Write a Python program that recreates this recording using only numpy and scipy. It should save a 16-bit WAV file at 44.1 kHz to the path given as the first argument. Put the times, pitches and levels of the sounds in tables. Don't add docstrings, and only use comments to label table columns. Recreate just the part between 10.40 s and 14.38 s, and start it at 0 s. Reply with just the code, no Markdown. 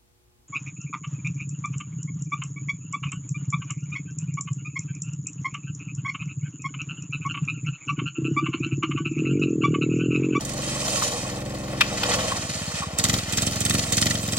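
import sys
import numpy as np
from scipy import signal
from scipy.fft import rfft, irfft, next_fast_len
from scipy.io import wavfile
from scipy.ndimage import uniform_filter1d, map_coordinates

SR = 44100
rng = np.random.default_rng(int(sys.argv[2]) if len(sys.argv) > 2 else 0)


def ratio(d):
    e = np.asarray(d, float) / 20
    return 10 ** e


def waveform_to_disk(signal):
    frames = np.transpose(np.atleast_2d(signal))
    scaled = np.clip(frames, -1, 1) * 32767
    samples = np.round(scaled).astype(np.int16)
    wavfile.write(sys.argv[1], SR, samples)


N = 175518


def unit(x):
    return x / np.sqrt(np.mean(x ** 2) + 1e-20)


def along(points, hz):
    f, v = np.transpose(points)
    return np.interp(np.log(hz + 1), np.log(f + 1), v)


def curves(rows):
    s, *cols = np.transpose(rows)
    return [np.interp(np.arange(N) / SR, s, c) for c in cols]


def wobble(rate):
    knots = rng.standard_normal(int(N * rate / SR) + 4)
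    return map_coordinates(knots, [np.arange(N) * rate / SR])


def filtered(x, response):
    m = next_fast_len(x.shape[-1] + 8192)
    spectrum = rfft(x, m) * response(np.fft.rfftfreq(m, 1 / SR))
    return irfft(spectrum, m)[..., :x.shape[-1]]


def peak(f, hz, width):
    return 1j * f * width / (hz * hz - f * f + 1j * f * width)


def hollow(f, resonances, power):
    return sum((-1) ** k * ratio(db) * peak(f, hz, width) ** power
               for k, (hz, width, db) in enumerate(resonances))


def hiss(spectrum, tilt_db=0):
    shape = lambda f: ratio(along(spectrum, f) + tilt_db * np.log2(f / 4000 + 1e-3))
    return unit(filtered(rng.standard_normal(N), shape))


def beats(cycle, place, delay, gain):
    scatter_db, jitter_s = 1.1, .00025
    at = np.flatnonzero(np.diff(np.floor(cycle - place)) > 0)
    chance = rng.standard_normal((len(at), 2))
    late = np.round((delay + jitter_s * chance[:, 0]) * SR).astype(int)
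    out = np.zeros(N)
    out[np.clip(at + late, 0, N - 1)] = gain[at] * ratio(scatter_db * chance[:, 1])
    return out


def thump(pushes, hz, width):
    one = filtered(np.eye(1, 4096)[0], lambda f: peak(f, hz, width) ** 3)
    return signal.fftconvolve(pushes, one / np.abs(one).max())[:N]


# (time [s], rate [cycles/s])
PACE = [(0.0, 23.63), (0.378, 23.63), (0.733, 19.15), (0.935, 21.89), (1.467, 22.49), (1.65, 20.79),
        (1.763, 22.74), (2.1, 16.39), (2.554, 15.49), (2.705, 23.0), (2.892, 19.33), (3.072, 22.44),
        (3.197, 20.72), (3.366, 23.73), (3.514, 20.18), (3.67, 24.02), (3.854, 21.66), (3.98, 22.19)]
# (time [s], opening [0-1])
THROTTLE_HAND = [(0, 0.45), (.45, 0.47), (.7, 0.28), (.9, 0.5), (1.79, 0.51), (1.88, 0.35), (2.55, 0.03),
                 (2.6, 0.39), (2.76, 0.95), (2.81, .05), (2.91, 0.18), (2.97, 0.62), (3.06, 0.72),
                 (3.13, 0.34), (3.36, 0.81), (3.42, 0.26), (3.495, 0.23), (3.515, 0.63),
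                 (3.54, 0.5), (3.66, 0.83), (3.8, 0.45), (3.87, 0.43), (3.98, 0.5)]
# (time [s], tailpipe [dB], engine side [dB], housing [dB])
TURNING = [(0, -10.5, -0.5, -0.5), (.4, -16.5, -1, -1), (.6, -3.5, 1, -1.5), (.7, -11.5, 0, -3.5),
           (.9, -9.5, -0.5, -1.5), (1.3, -11, 0, -1.5), (1.8, -3.5, 1.5, -5), (2.04, -7.5, 2, -7),
           (2.1, -5, -5, -0.5), (2.17, -1, -0.5, -5), (2.28, 1.5, -4, -7), (2.55, 0.5, 1.5, -12),
           (2.6, 0, 0, -14), (2.87, 0, 0.5, -13), (3.3, 0, 0, -12.5), (3.46, 0, 3.5, -9),
           (3.6, 0, -1, -8.5), (3.98, 2, -1.5, -3)]


def crank():
    cycle = .6 + np.cumsum(curves(PACE)[0]) / SR
    throttle = np.clip(curves(THROTTLE_HAND)[0], 0, 1)
    return cycle, throttle, *curves(TURNING)


def blowdown(cycle, throttle, pipe_db):
    level_db, lead_s = -15, .0026
    blow = thump(beats(cycle, 0, -lead_s, throttle * ratio(level_db + pipe_db)), 175, 380)
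    return filtered(blow, lambda f: 1 + ratio(13) * peak(f, 103.3, 23.7) / 2)


def back_breath(cycle, throttle, pipe_db):
    level_db, lead_s = -25, .0002
    pull = (1 - throttle) ** 2 * ratio(level_db + pipe_db)
    return -thump(beats(cycle, 0, -lead_s, pull), 135.4, 190)


# (place [cycle], level throttle shut [dB], level throttle open [dB], resonance [Hz], width [Hz])
BREATHS = [
    (0.2263, -41, -20.5, 194, 204),
    (.53, -40, -23, 308, 193),
    (.83, -46, -24, 314, 222),
    (0.01, -44.5, -29, 291, 140),
    (0.13, -33.5, -40.5, 68, 83),
]


def gulps(cycle, throttle, side_db):
    out = np.zeros(N)
    for place, shut_db, open_db, hz, width in BREATHS:
        level_db = shut_db + (open_db - shut_db) * np.sqrt(throttle) + side_db
        out -= thump(beats(cycle, place, 0, ratio(level_db)), hz, width)
    return out


# (frequency [Hz], width [Hz], level [dB])
HOUSING_RING = [(133.3, 29.4, 4.5), (237, 39, -6.5), (312.7, 74, -3), (382, 34, -15), (510, 55, -8),
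                (588.3, 37, -9.5)]


def housing(cycle, throttle, housing_db):
    strikes = beats(cycle, 0.017, 0, 0.14 + throttle)
    return ratio(-32.5 + housing_db) * unit(filtered(strikes, lambda f: hollow(f, HOUSING_RING, 2)))


# (delay [s], level [dB], rise [s], 60 dB decay [s])
GAS_PUFFS = [
    (-.0095, -14, 0.0005, 0.054),
    (.0002, -11.5, 0.00096, 0.036),
]
# (time [s], carburettor slide opening [0-1.3], burn pressure [0-1.3])
BREATHING = [(0, 0.94, 0.61), (1.8, 0.13, 0.52), (1.9, 0.2, 0.54), (2.55, 0, 0.17), (2.58, 1.2, 0.96),
             (2.65, 0.96, 1), (2.69, 0.65, 0.93), (2.74, 0.47, 0.94), (2.79, 0.3, 0.51), (2.89, 0.2, 0.2),
             (2.92, 0.61, 0.53), (2.97, 0.73, 0.7), (3.07, .65, 0.63), (3.11, 0.33, 0.4), (3.2, 0.56, 0.4),
             (3.25, 0.73, 0.68), (3.31, 0.64, .9), (3.4, 0.5, 0.71), (3.49, 0.2, 0), (3.52, 0.86, 0.64),
             (3.58, .75, 1.1), (3.63, 0.6, 0.85), (3.71, 0.4, 0.71), (3.78, 0.25, 0.3), (3.88, 0.36, 0.41),
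             (3.98, 0.47, 0.65)]
# (frequency [Hz], level per Hz [dB])
SPIT_COLOUR = [(900, -32), (2000, -9.5), (3900, -8), (5500, -6), (7900, -1.5), (9000, -9.5), (11000, -15.5),
               (15600, -22)]
# (frequency [Hz], level per Hz [dB])
BARK_COLOUR = [(600, -19), (1500, -5), (2000, -1.5), (2600, -8), (3100, -1), (4600, -1.5), (7800, -7),
               (15600, -34)]


def puffs(cycle, pipe_db):
    growth, facing, cruise_rate = 1.78, 1.55, 19.9
    slopes = [1.45, 0.45]
    drives = np.clip(curves(BREATHING), 0, 1.3)
    t = np.arange(SR // 10) / SR
    out = np.zeros(N)
    for puff, slope_db, drive, colour in zip(GAS_PUFFS, slopes, drives, [SPIT_COLOUR, BARK_COLOUR]):
        delay, db, rise, t60 = puff
        level_db = db + slope_db * (curves(PACE)[0] - cruise_rate) + facing * pipe_db
        shape = (1 - np.exp(-t / rise)) * ratio(-60 * t / t60)
        firings = beats(cycle, 0, delay, drive ** growth * ratio(level_db))
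        gate = signal.fftconvolve(firings, shape)[:N]
        out += gate * ratio(1.6 * wobble(900)) * hiss(colour)
    return out


# (frequency [Hz], level per Hz [dB])
GAS_COLOUR = [(530, -30), (900, -2.5), (2030, 2), (2800, -6), (3110, 0), (3510, -9), (8190, -10),
              (9120, -23), (15600, -34)]


def gas_flow(throttle, pipe_db):
    flow = np.abs(uniform_filter1d(throttle, int(.12 * SR)))
    level_db = -36 + 1.55 * pipe_db + 2.5 * wobble(66)
    return flow * ratio(level_db) * hiss(GAS_COLOUR, 12)


# (multiple of the cycle rate, level [dB], phase [rad])
SHAKING = [
    (2, -43.5, 0.099),
    (3, -37.5, 0.48),
]


def block_shake(cycle, throttle, side_db):
    hum = sum(ratio(db + wobble(5.3)) * np.sin(2 * np.pi * k * cycle + turn) for k, db, turn in SHAKING)
    return (0.095 + throttle) * ratio(side_db) * hum


# (frequency [Hz], level per Hz [dB])
CLATTER_COLOUR = [(60, -40), (200, -33), (330, -20), (600, -7), (950, -16.5), (2000, -12), (7000, -30.5),
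                  (15800, -36)]


def clatter(cycle, throttle, side_db):
    pulse_db = np.cos(4 * np.pi * (cycle - 0.053))
    swell_db = pulse_db + 3.14 * wobble(120) + 3 * throttle + side_db
    return ratio(-45 + swell_db) * hiss(CLATTER_COLOUR)


def engine():
    cycle, throttle, pipe_db, side_db, housing_db = crank()
    out = blowdown(cycle, throttle, pipe_db) + back_breath(cycle, throttle, pipe_db)
    out += gulps(cycle, throttle, side_db) + housing(cycle, throttle, housing_db)
    out += puffs(cycle, pipe_db) + gas_flow(throttle, pipe_db)
    return out + block_shake(cycle, throttle, side_db) + clatter(cycle, throttle, side_db)


# (time [s], scrape [dB], drone over scrape [dB], share of brighter fine grit [0-1])
SLIDING = [(0, -44, 5, 1), (.25, -33, -7, 0.5), (.52, -28, -5, 0.94), (.72, -29, -6, 1),
           (.92, -37.5, -2.5, 0.25), (1.05, -48, 7, 0.5), (1.43, -38.5, -1, 0), (1.71, -27, -4, 0.2),
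           (1.95, -31.5, -3.5, 0.4), (2.05, -34.5, -5.5, 0.53), (2.33, -35, -6, 0.5),
           (2.4, -31, -8.5, 0.15), (2.47, -37.5, -5, 0), (2.53, -41.5, -1.5, 0), (2.64, -36, -2, 0),
           (2.78, -33.5, -9, 0.12), (3.34, -34.5, -7.5, 0.8), (3.46, -33.5, -8, 1), (3.98, -35, -7.5, 0.26)]
# (frequency [Hz], level per Hz [dB])
SCRAPE_COLOUR = [(530, -78), (900, -8), (1120, -11), (2260, -7.5), (3150, -6.5), (3510, -12.5),
                 (3770, -8.5), (7710, -10.5), (15600, -46)]
# (frequency [Hz], width [Hz], level [dB])
SLEEVE_HOLLOW = [(480, 41, -0.5), (599, 72, -2), (780, 380, -7.5), (1100, 69, 0)]


def sleeves():
    grit_rate, grit_db, fine_tilt_db = 500, -9, 5
    scrape_db, drone_db, fine = curves(SLIDING)
    fine = fine.clip(0, 1)
    rub = np.sqrt(1 - fine) * hiss(SCRAPE_COLOUR) + np.sqrt(fine) * hiss(SCRAPE_COLOUR, fine_tilt_db)
    grains = (rng.random(N) < grit_rate / SR) * rng.standard_normal(N)
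    grains = grains * ratio(7.5 * rng.exponential(size=N).clip(0, 2))
    grit = unit(filtered(grains, lambda f: ratio(along(SCRAPE_COLOUR, f))))
    scrape = ratio(0.62 * wobble(11) + 2.2 * wobble(60)) * unit(rub + ratio(grit_db) * grit)
    drive = ratio(1.5 * wobble(30) + 2.6 * wobble(250)) * rng.standard_normal(N)
    drone = unit(filtered(drive, lambda f: hollow(f, SLEEVE_HOLLOW, 1)))
    return ratio(scrape_db) * (scrape + ratio(drone_db) * drone)


# (time [s], length [s], from [Hz], to [Hz], level [dB])
STICK_SLIP = [
    (0.458, .3, 585, 570, -36),
    (0.614, 0.16, 480, 490.4, -35),
    (1.608, 0.317, 486.7, 516.6, -32.5),
    (1.725, 0.23, 619, 643, -38),
]


def squeals():
    out, t = np.zeros(N), np.arange(N) / SR
    for s, length, from_hz, to_hz, db in STICK_SLIP:
        u = np.clip((t - s) / length, 0, 1)
        hz = from_hz + (to_hz - from_hz) * u + 7 * wobble(39.9)
        tone = np.sin(2 * np.pi * np.cumsum(hz) / SR)
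        out += ratio(db + 4.6 * wobble(34.57)) * np.sin(np.pi * u) * tone
    return out


# (time [s], peak level [dB], favoured resonance [Hz], brightness [dB per octave])
JOINTS = [(.48, -14.5, 6400, -1), (0.62, -14.5, 1046, -33), (1.146, -28.5, 3020, 8), (1.234, -30, 1160, -3),
          (1.4076, -2.5, 2490, -8), (1.628, -24, 1000, -23), (1.632, -8, 2660, -1),
          (1.714, -13, 1990, -2.5), (1.756, -22, 3180, 9), (1.787, -18, 1100, -15),
          (1.918, -13.5, 1100, -12), (2.316, -28, 1190, -11), (2.42, -19, 1100, -20),
          (2.43, -21, 1100, -27)]
# (frequency [Hz], width [Hz], level [dB])
SLEEVE_EDGE = [(1028, 175, 14.5), (1400, 210, 6), (1986, 67, -19), (3360, 310, 3.5), (4550, 1200, 2.5)]


def knocks():
    rise_s, t60, low_hz = .0012, .036, 950
    out, t = np.zeros(N + SR), np.arange(SR // 10) / SR
    for s, db, hz, tilt_db in JOINTS:
        hold = .0045 if db > -5 else .0022
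        shape = (1 - np.exp(-t / rise_s)) * ratio(-60 * np.maximum(t - hold, 0) / t60)

        def colour(f):
            bright = ratio(tilt_db * np.log2(f / hz + 0.0012).clip(0))
            body = peak(f, 3 * low_hz, 6 * low_hz) ** 2 / (1 + (low_hz / (f + 1)) ** 8) ** .5
            edge = .5 + sum(ratio(g) * peak(f, c, w) for c, w, g in SLEEVE_EDGE)
            return bright * body * edge + ratio(10) * peak(f, hz, hz / 9)
        burst = filtered(shape * rng.standard_normal(len(t)), colour)
        out[round(s * SR):][:len(t)] += ratio(db) * burst / np.abs(burst).max()
    return out[:N]


def off_ground(x):
    delay_s, gain, turn, top_hz = .00164, .55, .8, 5000

    def echo(f):
        late = np.exp(1j * (turn - 2 * np.pi * f * delay_s))
        return gain * late * f / (f + 100) / (1 + (f / top_hz) ** 2)
    return filtered(x, lambda f: 1 + echo(f))


def yard(x):
    t60, gap_s, low_hz = .25, .012, 1000
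    t = np.arange(SR // 3) / SR
    tail = rng.standard_normal((2, len(t))) * ratio(-60 * t / t60) * (t > gap_s)
    wet = signal.fftconvolve(x[None], tail / np.linalg.norm(tail[0]), axes=1)[:, :N]
    return filtered(wet, lambda f: f * f / (f * f + low_hz ** 2))


def scene():
    trike = engine() + sleeves() + squeals() + knocks()
    return off_ground(trike) + ratio(-13) * yard(trike)


def roll_off(x):
    return signal.sosfilt(signal.butter(12, 16500, fs=SR, output="sos"), x)


# (frequency [Hz], correlation [-1 to 1])
PORT_LIKENESS = [(150, 1), (300, 0.9), (600, 0.75), (1200, 0.13), (2500, -0.0087), (5000, -0.19),
                 (9000, -0.43), (15000, 0.25)]
# (frequency [Hz], left over right [dB])
PORT_LEAN = [(60, -1.5), (200, 1), (700, 0.5), (1300, 0.5), (2400, 1.5), (4400, 3), (8000, -7),
             (15000, -5.5)]


def record(dry):
    spread_s, lag_s, low_cut_hz, top_hz = .003, .00002, 38, 16000
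    sway_hz, sway_rate, sway_turn = 2300, 25, 1.2
    smears = rng.standard_normal((2, 4096)) * np.exp(-np.arange(4096) / (spread_s * SR))
    turn = lambda f: np.arccos(np.clip(along(PORT_LIKENESS, f), -1, 1)) / 2
    high = lambda f: f ** 4 / (f ** 4 + sway_hz ** 4)

    def ports(f):
        lag = np.exp(-1j * np.pi * f * lag_s / (1 + (f / 1500) ** 2))
        lean = ratio(along(PORT_LEAN, f) / 2) * lag
        return np.array([lean, 1 / lean]) * (f < top_hz) / (1 + (low_cut_hz / (f + 1)) ** 8)

    def common(f):
        return np.cos(turn(f)) + (1 - high(f)) * np.sin(turn(f)) * [[-1j], [1j]]

    def other(f, smear):
        z = rfft(smear, 2 * len(f) - 2)
        even = z / np.sqrt(uniform_filter1d(np.abs(z) ** 2, size=len(f) // 500))
        return np.sin(turn(f)) * even * [[1], [-1]]
    sway = sway_turn * wobble(sway_rate)
    heard = filtered(dry, common)
    for smear, share in zip(smears, [np.cos(sway), np.sin(sway)]):
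        heard = heard + share * filtered(dry, lambda f: high(f) * other(f, smear))
    return roll_off(filtered(heard, ports))


dry = scene()
out = record(dry)
waveform_to_disk(out)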